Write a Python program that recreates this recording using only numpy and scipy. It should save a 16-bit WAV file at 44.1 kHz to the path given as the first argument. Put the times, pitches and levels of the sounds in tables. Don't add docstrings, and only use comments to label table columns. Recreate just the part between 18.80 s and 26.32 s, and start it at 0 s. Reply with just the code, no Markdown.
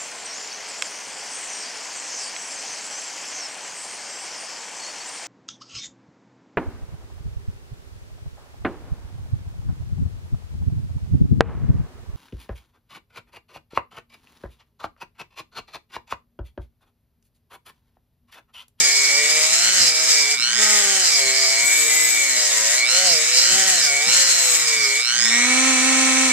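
import sys
import numpy as np
from scipy import signal
from scipy.fft import rfft, irfft, next_fast_len
from scipy.io import wavfile
from scipy.ndimage import map_coordinates

SR = 44100
rng = np.random.default_rng(int(sys.argv[2]) if len(sys.argv) > 2 else 0)


def wrap_up_sound(samples):
    columns = np.atleast_2d(samples).T
    tamed = np.clip(columns, -1, 1)
    steps = np.round(tamed * 32767).astype(np.int16)
    wavfile.write(sys.argv[1], SR, steps)


N = 331632

# start_s, length_s, level_db
DRAUGHT_GUSTS = [(-.03, 0.049, -41), (.84, 0.23, -49.5), (1.9, 0.55, -68), (2.95, 0.36, -71),
                 (4.28, 0.076, -44), (4.66, 0.42, -48.5), (5.2, 0.61, -62)]
# freq_hz, density_db
RUMBLE_SPECTRUM = [(25, -23), (70, -10.5), (170, -4.5), (260, -5), (500, -28.5)]
# freq_hz, scattered_db
PORT_SCATTER = [(200, -11), (600, -7.5), (1300, -8), (2500, -4), (5000, -2.5), (12000, -1.5)]
# freq_hz, left_over_right_db
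PORT_BALANCE = [(200, -3), (600, -2), (1300, -4), (2500, -1), (4200, -2), (6000, -6.5), (7500, 8.5),
                (9200, 11), (14000, 18.5)]
# start_s, level_db
TOOL_KNOCKS = [(0.945, -42), (1.02, -38), (4.31, -39), (5.55, -50)]
# freq_hz, density_db
KNOCK_SPECTRUM = [(30, -20), (100, 2), (220, -5), (550, -8), (1500, -40)]
# freq_hz, density_db
AIR_SPECTRUM = [(40, -89), (130, -17), (350, -11.5), (560, -3.5), (1000, -2), (1400, 2.5), (2400, 4.5),
                (3200, 1), (4200, 1.5), (5150, -2.5), (6000, 7.5), (6800, 2.5), (7350, 6.5), (8300, 4.5),
                (9500, -5.5), (11500, -17), (14200, -29)]
# time_s, turns_per_s
SHAFT_SPEED = [(0.0, 153.2), (0.08, 139.5), (0.25, 139.3), (0.7, 158.9), (0.89, 184.1), (0.97, 186.3),
               (1.12, 157.7), (1.28, 163.0), (1.45, 142.8), (1.56, 146.7), (1.65, 178.5), (1.77, 208.2),
               (1.81, 213.3), (1.92, 210.7), (2.2, 189.3), (2.25, 179.1), (2.36, 141.5), (2.43, 133.7),
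               (2.76, 133.6), (2.96, 150.5), (3.25, 156.7), (3.35, 150.8), (3.53, 127.7), (3.8, 108.1),
               (3.88, 110.6), (3.96, 121.5), (4.04, 142.4), (4.09, 166.0), (4.19, 183.5), (4.25, 186.6),
               (4.38, 152.5), (4.65, 174.7), (4.78, 193.4), (4.91, 188.3), (5.01, 166.4), (5.08, 144.9),
               (5.12, 138.9), (5.2, 142.1), (5.33, 175.3), (5.4, 179.6), (5.79, 162.5), (6.09, 136.5),
               (6.15, 139.5), (6.24, 160.2), (6.29, 179.8), (6.52, 230.9), (6.69, 252.5), (6.89, 264.0),
               (6.98, 256.0), (7.07, 261.4), (7.45, 260.8), (7.52, 254.2)]
# shaft_multiple, relative_db
HUM_LINES = [(1, 4), (2, -6.5), (3, -7), (4, -7.5), (5, -4.5), (6, -42), (7, -3.5), (9, -0.5), (10, -2)]
# shaft_multiple, surge_exponent, level_db, db_per_octave_of_speed, racing_extra_db
SLOT_LINES = [(8, 0.8, -34, 29, 4.5), (9, 0.88, -39, 36.5, -0.5), (16, 0.9, -28.5, 8.5, 6),
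              (24, 0.85, -33.5, 21.5, 5.5), (32, 0.93, -32.5, 12.5, 5.5)]
# freq_hz, density_db
SPARK_SPECTRUM = [(200, -48), (1000, 3.5), (1700, -12), (2400, -10), (3300, -16), (8000, 0), (11000, -12)]
# freq_hz, gain_db
HOUSING_RESPONSE = [(500, -31.5), (1000, -17), (1350, -5.5), (1600, -1), (1730, -15), (1880, 4.5),
                    (2060, -3), (2170, 4.5), (2250, 12), (2330, 10), (2440, -14), (2620, -7), (2880, -5),
                    (3090, 2), (3280, -9.5), (3560, 1.5), (3780, -1), (4000, 7), (4190, 8.5), (4340, 8),
                    (4540, -7), (4850, 1), (5250, 3.5), (5650, 3.5), (6100, 0.5), (6900, 4.5), (7600, 2),
                    (8300, 8), (9200, -5)]
# start_s, end_s, pitch_hz, level_db
BRIEF_TONES = [(0.367, 0.5, 1920, -29), (3.082, 3.31, 2032, -23.5)]
# start_s, level_db
SHARP_CLICKS = [(4.9, -3)]
# start_s, end_s
CONTACTS = [(-.1, 1.56), (1.785, 6.22)]
# time_s, relative_db
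PRESSURE = [(0.0, -19), (0.15, -25), (1.07, -21), (1.14, -28), (1.33, -22), (1.67, -31), (1.83, -20.5),
            (2.81, -25), (2.86, -25), (3.59, -23.5), (3.95, -20.5), (4.06, -34.5), (4.14, -21), (4.47, -24),
            (4.8, -20), (5.27, -26.5), (5.35, -20.5), (5.72, -21.5), (5.84, -25.5), (6.2, -27.5)]
# start_s, length_s, shaft_multiple, relative_db
TUFT_DIGS = [(0.31, 0.49, 4, 0), (1.12, 0.46, 3, -5), (1.803, 0.77, 3, -10), (1.79, 0.52, 4, -2),
             (1.81, 0.18, 6, 11), (2.36, 0.39, 5, 2.5), (2.894, 0.74, 2, 1), (3.592, 0.42, 5, -3),
             (4.12, 0.3, 3, 6.5), (4.142, 0.25, 4, 7.5), (4.72, 0.25, 4, 7.5), (5.876, 0.23, 3, -1)]
# freq_hz, gain_db
THRUM_SPECTRUM = [(50, -54), (135, -18), (200, -14.5), (260, -11), (335, -9.5), (400, 3), (560, 2.5),
                  (740, 0), (900, -6), (1400, -1), (1950, 5), (2700, -3.5), (4200, -14), (6000, -32)]
# start_s, attack_s, hold_s, level_db, fade_db_per_s
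RIM_CATCHES = [(2.826, 0.029, 0.4, -22, 40), (5.504, 0.17, 0.092, -23, 212)]
# pitch_hz, relative_db
STEEL_MODES = [(6971, -31), (7930, -25.5), (8204, -35), (9109, -45), (11235, -52), (12166, -38.5),
               (12780, -48), (13421, -42), (13867, -46), (14120, -54)]
# start_s, length_s, relative_db
SQUEAL_BURSTS = [(0.009, 0.1, -25), (0.148, 0.045, -20), (0.225, 0.048, -22), (0.318, 0.086, -25.5),
                 (0.497, 0.062, -26.5), (0.631, 0.021, -21), (0.986, 0.16, -22), (1.178, 0.032, -22),
                 (1.264, 0.18, -22.5), (1.504, 0.031, -20), (1.8, 0.053, -24), (2.226, 0.17, -22.5),
                 (2.53, 0.21, -24.5), (3.583, 0.071, -26), (4.273, 0.087, -17), (4.558, 0.066, -18),
                 (4.654, 0.028, -26), (5.032, 0.05, -17.5), (5.433, 0.034, -25), (5.88, 0.035, -23),
                 (5.991, 0.097, -23)]
# pitch_hz, width_hz, relative_db
SQUEAL_MODES = [(4877, 52, -2), (4975, 24, 1.5), (5110, 57, -3), (5470, 330, 1)]
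# freq_hz, density_db
SCRAPE_SPECTRUM = [(40, -98), (170, -23.5), (330, -23), (550, -10.5), (1050, -15), (1500, -15), (1950, 2),
                   (2600, -6), (3100, -3.5), (3400, -6), (4150, -3), (4550, -4.5), (5000, -1), (5600, -1),
                   (6050, -1.5), (6520, 5), (7100, 3), (7600, 5), (8000, 4.5), (8600, -4.5), (9300, -9.5),
                   (11500, -15), (14200, -18.5)]

MAINS_HZ, MIC_TOP_HZ = 60, 14350
WORKING_SPEED, NO_LOAD_SPEED = 160, 274.6


def amp(db):
    return 10 ** (np.asarray(db) / 20)


def unit(x):
    return x / np.sqrt(np.mean(x ** 2) + 1e-20)


def along(points, hz):
    freqs, values = np.transpose(points)
    return np.interp(np.log(hz + 1), np.log(freqs + 1), values)


def clock():
    return np.arange(N) / SR


def curve(points):
    return np.interp(clock(), *np.transpose(points))


def wobble(rate_hz):
    knots = rng.standard_normal(int(N * rate_hz / SR) + 4)
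    steps = np.linspace(0, len(knots) - 1, 10 * len(knots))
    return np.interp(clock() * rate_hz, steps, map_coordinates(knots, [steps], mode="nearest"))


def gate(start, end, edge_s):
    t = clock()
    return np.clip(np.minimum(t - start, end - t) / edge_s + .5, 0, 1)


def swells(rows, edge_s):
    return sum(amp(db) * gate(start, start + length, edge_s) for start, length, db in rows)


def tone(phase):
    return np.sin(phase + rng.uniform(0, 2 * np.pi))


def filtered(x, response):
    size = next_fast_len(N + SR // 2)
    return irfft(rfft(x, size) * response(np.fft.rfftfreq(size, 1 / SR)), size)[..., :N]


def coloured(x, spectrum):
    return unit(filtered(x, lambda hz: amp(along(spectrum, hz))))


def resonate(x, modes):
    def response(f):
        return sum(amp(db) * 1j * f * width / (hz * hz - f * f + 1j * f * width)
                   for hz, width, db in modes)
    return unit(filtered(x, response))


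def rumble(calm_db=-65):
    gain = amp(calm_db + 5.5 * wobble(8.7)) + swells(DRAUGHT_GUSTS, edge_s=0.085)
    return gain * amp(5.9 * wobble(18)) * coloured(rng.standard_normal((2, N)), RUMBLE_SPECTRUM)


def garage(x, near_t60_s=.04, far_t60_s=.12, far_db=-22):
    t = np.arange(SR // 3) / SR
    decay = amp(-60 * t / near_t60_s) + amp(far_db - 60 * t / far_t60_s)
    tail = rng.standard_normal(len(t)) * decay
    return signal.fftconvolve(x, tail / np.linalg.norm(tail))[:N]


def microphone(direct, scattered, lag_s):
    def gains(hz):
        wet = amp(along(PORT_SCATTER, hz))
        lean = amp(along(PORT_BALANCE, hz) / 2) * np.exp(-1j * np.pi * hz * lag_s)
        pair = np.array([[lean, 1 / lean], [wet * lean, -wet / lean]])
        return pair / np.linalg.norm(pair.mean(axis=1), axis=0)
    return filtered(np.array([direct, scattered])[:, None], gains).sum(axis=0)


def knocks(rise_s=0.0035, t60_s=0.15):
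    ages = [(np.maximum(clock() - start, 0), db) for start, db in TOOL_KNOCKS]
    gain = sum((1 - np.exp(-age / rise_s)) * amp(db - 60 * age / t60_s) for age, db in ages)
    return gain * coloured(rng.standard_normal(N), KNOCK_SPECTRUM)


def click(t60_s=0.003):
    t = clock()
    gain = sum(amp(db - 60 * np.abs(t - start) / t60_s) * (t >= start) for start, db in SHARP_CLICKS)
    return gain * coloured(rng.standard_normal(N), SCRAPE_SPECTRUM)


def air(speed, turns):
    fanning = 1 + 0.28 * np.sin(2 * np.pi * turns)
    rush = coloured(rng.standard_normal(N) * fanning, AIR_SPECTRUM)
    return amp(-21 + 20 * np.log2(speed / speed.max())) * rush


def hum(speed, turns):
    shaft = 2 * np.pi * turns + .03 * wobble(60)
    lines = sum(amp(db) * tone(k * shaft) for k, db in HUM_LINES)
    return amp(-22 + 60 * np.log2(speed / speed.max())) * unit(lines)


def brief_tones(edge_s=0.013):
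    t = clock()
    tones = np.zeros(N)
    for start, end, hz, db in BRIEF_TONES:
        gain = np.clip(np.minimum(t - start, end - t) / edge_s, 0, 1) * amp(db + wobble(13))
        tones += gain * np.sin(2 * np.pi * hz * t + 0.32 * wobble(46))
    return tones


def current(rise=0.089, fall=0.097):
    age = (2 * MAINS_HZ * clock() + 0.328) % 1
    surge = 0.002 + (1 - np.exp(-age / rise)) ** 2 * np.exp(-age / fall)
    return surge / surge.max()


def racing(speed, full_turns_per_s2=230, lag_s=0.071):
    gaining = np.clip(np.gradient(speed) * SR / full_turns_per_s2, 0, 1)
    keep = np.exp(-1 / (lag_s * SR))
    return signal.lfilter([1 - keep], [1, -keep], gaining)


def housing(x):
    size = 2 * next_fast_len(N)
    gains = amp(along(HOUSING_RESPONSE, np.fft.rfftfreq(size, 1 / SR)))
    cepstrum = irfft(np.log(gains), size)
    causal = np.concatenate([cepstrum[:1], 2 * cepstrum[1:size // 2]])
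    return irfft(rfft(x, size) * np.exp(rfft(causal, size)), size)[:N]


def motor(speed, turns):
    surge, race = current(), racing(speed)
    shaft = 2 * np.pi * turns + .014 * wobble(300)
    octaves = np.log2(speed / WORKING_SPEED)
    whine = np.zeros(N)
    for k, exponent, db, octave_db, race_db in SLOT_LINES:
        line = tone(k * shaft)
        gain = amp(db + octave_db * octaves + race_db * race + 1.4 * wobble(16))
        whine += gain * unit(surge ** exponent) * line
    uneven = 1 + 0.13 * (np.sin(shaft) + np.sin(2 * shaft + 1))
    effort = np.maximum(NO_LOAD_SPEED - speed, 10) / (NO_LOAD_SPEED - WORKING_SPEED)
    sparks = amp(-34) * coloured(rng.standard_normal(N), SPARK_SPECTRUM) * unit(surge + 0.15)
    return housing(effort * whine * uneven + sparks)


def touching():
    return sum(gate(start, end, edge_s=0.035) for start, end in CONTACTS)


def thrum(speed, turns, usual_db=-33.5, harmonics=26):
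    push = np.zeros(N)
    for k in range(1, harmonics + 1):
        digs = [(start, length, db) for start, length, multiple, db in TUFT_DIGS if multiple == k]
        gain = amp(2.04 * wobble(3.917) + 3.43 * wobble(14)) + swells(digs, edge_s=0.071)
        phase = 2 * np.pi * k * turns + rng.uniform(0, 2 * np.pi)
        push += gain * np.sin(phase + 0.075 * k * wobble(70))
    press_db = curve(PRESSURE)
    level_db = usual_db + 0.35 * (press_db - press_db.mean()) + 2 * np.log2(speed / WORKING_SPEED)
    return touching() * amp(level_db) * coloured(push, THRUM_SPECTRUM)


def rim():
    t = clock()
    catches = np.zeros(N)
    for start, attack, hold, db, fade_db_per_s in RIM_CATCHES:
        fading_s = np.maximum(t - start - attack - hold, 0)
        catches += np.clip((t - start) / attack, 0, 1) * amp(db - fade_db_per_s * fading_s)
    flutter_db, grit_db = wobble(22), wobble(400)
    return catches * unit(amp(flutter_db + grit_db))


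def wires(turns, places=400, patterns=4):
    place = (turns % 1 * places).astype(int)
    weights = np.array([wobble(15) for _ in range(patterns)])
    tips = rng.standard_normal((patterns, places))[:, place]
    return (tips * weights).sum(axis=0) / np.linalg.norm(weights, axis=0)


def strikes(turns, lumpy_db, spiky_db, repeat_share=0.36):
    clumps = sum(wobble(5) * tone(2 * np.pi * k * turns) for k in range(1, 5))
    tips = np.sqrt(repeat_share) * wires(turns) + np.sqrt(1 - repeat_share) * rng.standard_normal(N)
    return unit(tips * amp(lumpy_db * unit(clumps) + spiky_db * wobble(3000) + 1.74 * wobble(45)))


def squealing(turns, sway_db=2, drift_share=0.004):
    flicks = strikes(turns, lumpy_db=2, spiky_db=-0.5)
    cluster = sum(amp(db + sway_db * wobble(18)) * resonate(flicks, [(hz, width, 0)])
                  for hz, width, db in SQUEAL_MODES)
    drift = np.cumsum(drift_share * wobble(25))
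    return unit(map_coordinates(cluster, [np.arange(N) + drift], mode="mirror"))


def brush(turns, ring_width_hz=28):
    press_db = curve(PRESSURE)
    flicks = strikes(turns, lumpy_db=2.5, spiky_db=-1)
    scrape = amp(press_db + 0.5) * coloured(flicks, SCRAPE_SPECTRUM)
    on_rim = rim()
    on_flat = 1 - np.clip(2 * on_rim / on_rim.max(), 0, 1)
    sticking = on_flat * amp(press_db - 8.5) + swells(SQUEAL_BURSTS, edge_s=0.091)
    squeal = amp(-2) * sticking * squealing(turns)
    modes = [(hz, ring_width_hz, db) for hz, db in STEEL_MODES]
    ring = on_rim * resonate(rng.standard_normal(N), modes)
    return touching() * (scrape + squeal + ring)


def scene():
    speed = curve(SHAFT_SPEED) * (1 + 0.002995 * wobble(12))
    turns = np.cumsum(speed) / SR
    tool = motor(speed, turns) + hum(speed, turns) + thrum(speed, turns) + brief_tones() + knocks()
    reflections = amp(-4.5) * garage(tool)
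    direct = brush(turns) + air(speed, turns) + click()
    scattered = brush(turns) + air(speed, turns)
    tool_at_mic = microphone(tool, reflections, lag_s=7e-5)
    brush_at_mic = microphone(direct, scattered, lag_s=8e-5)
    return rumble() + tool_at_mic + brush_at_mic


def record(dry, ceiling=.92):
    rounded = dry / (1 + np.abs(dry / ceiling) ** 8) ** (1 / 8)
    return filtered(rounded, lambda hz: hz < MIC_TOP_HZ)


dry = scene()
out = record(dry)
wrap_up_sound(out)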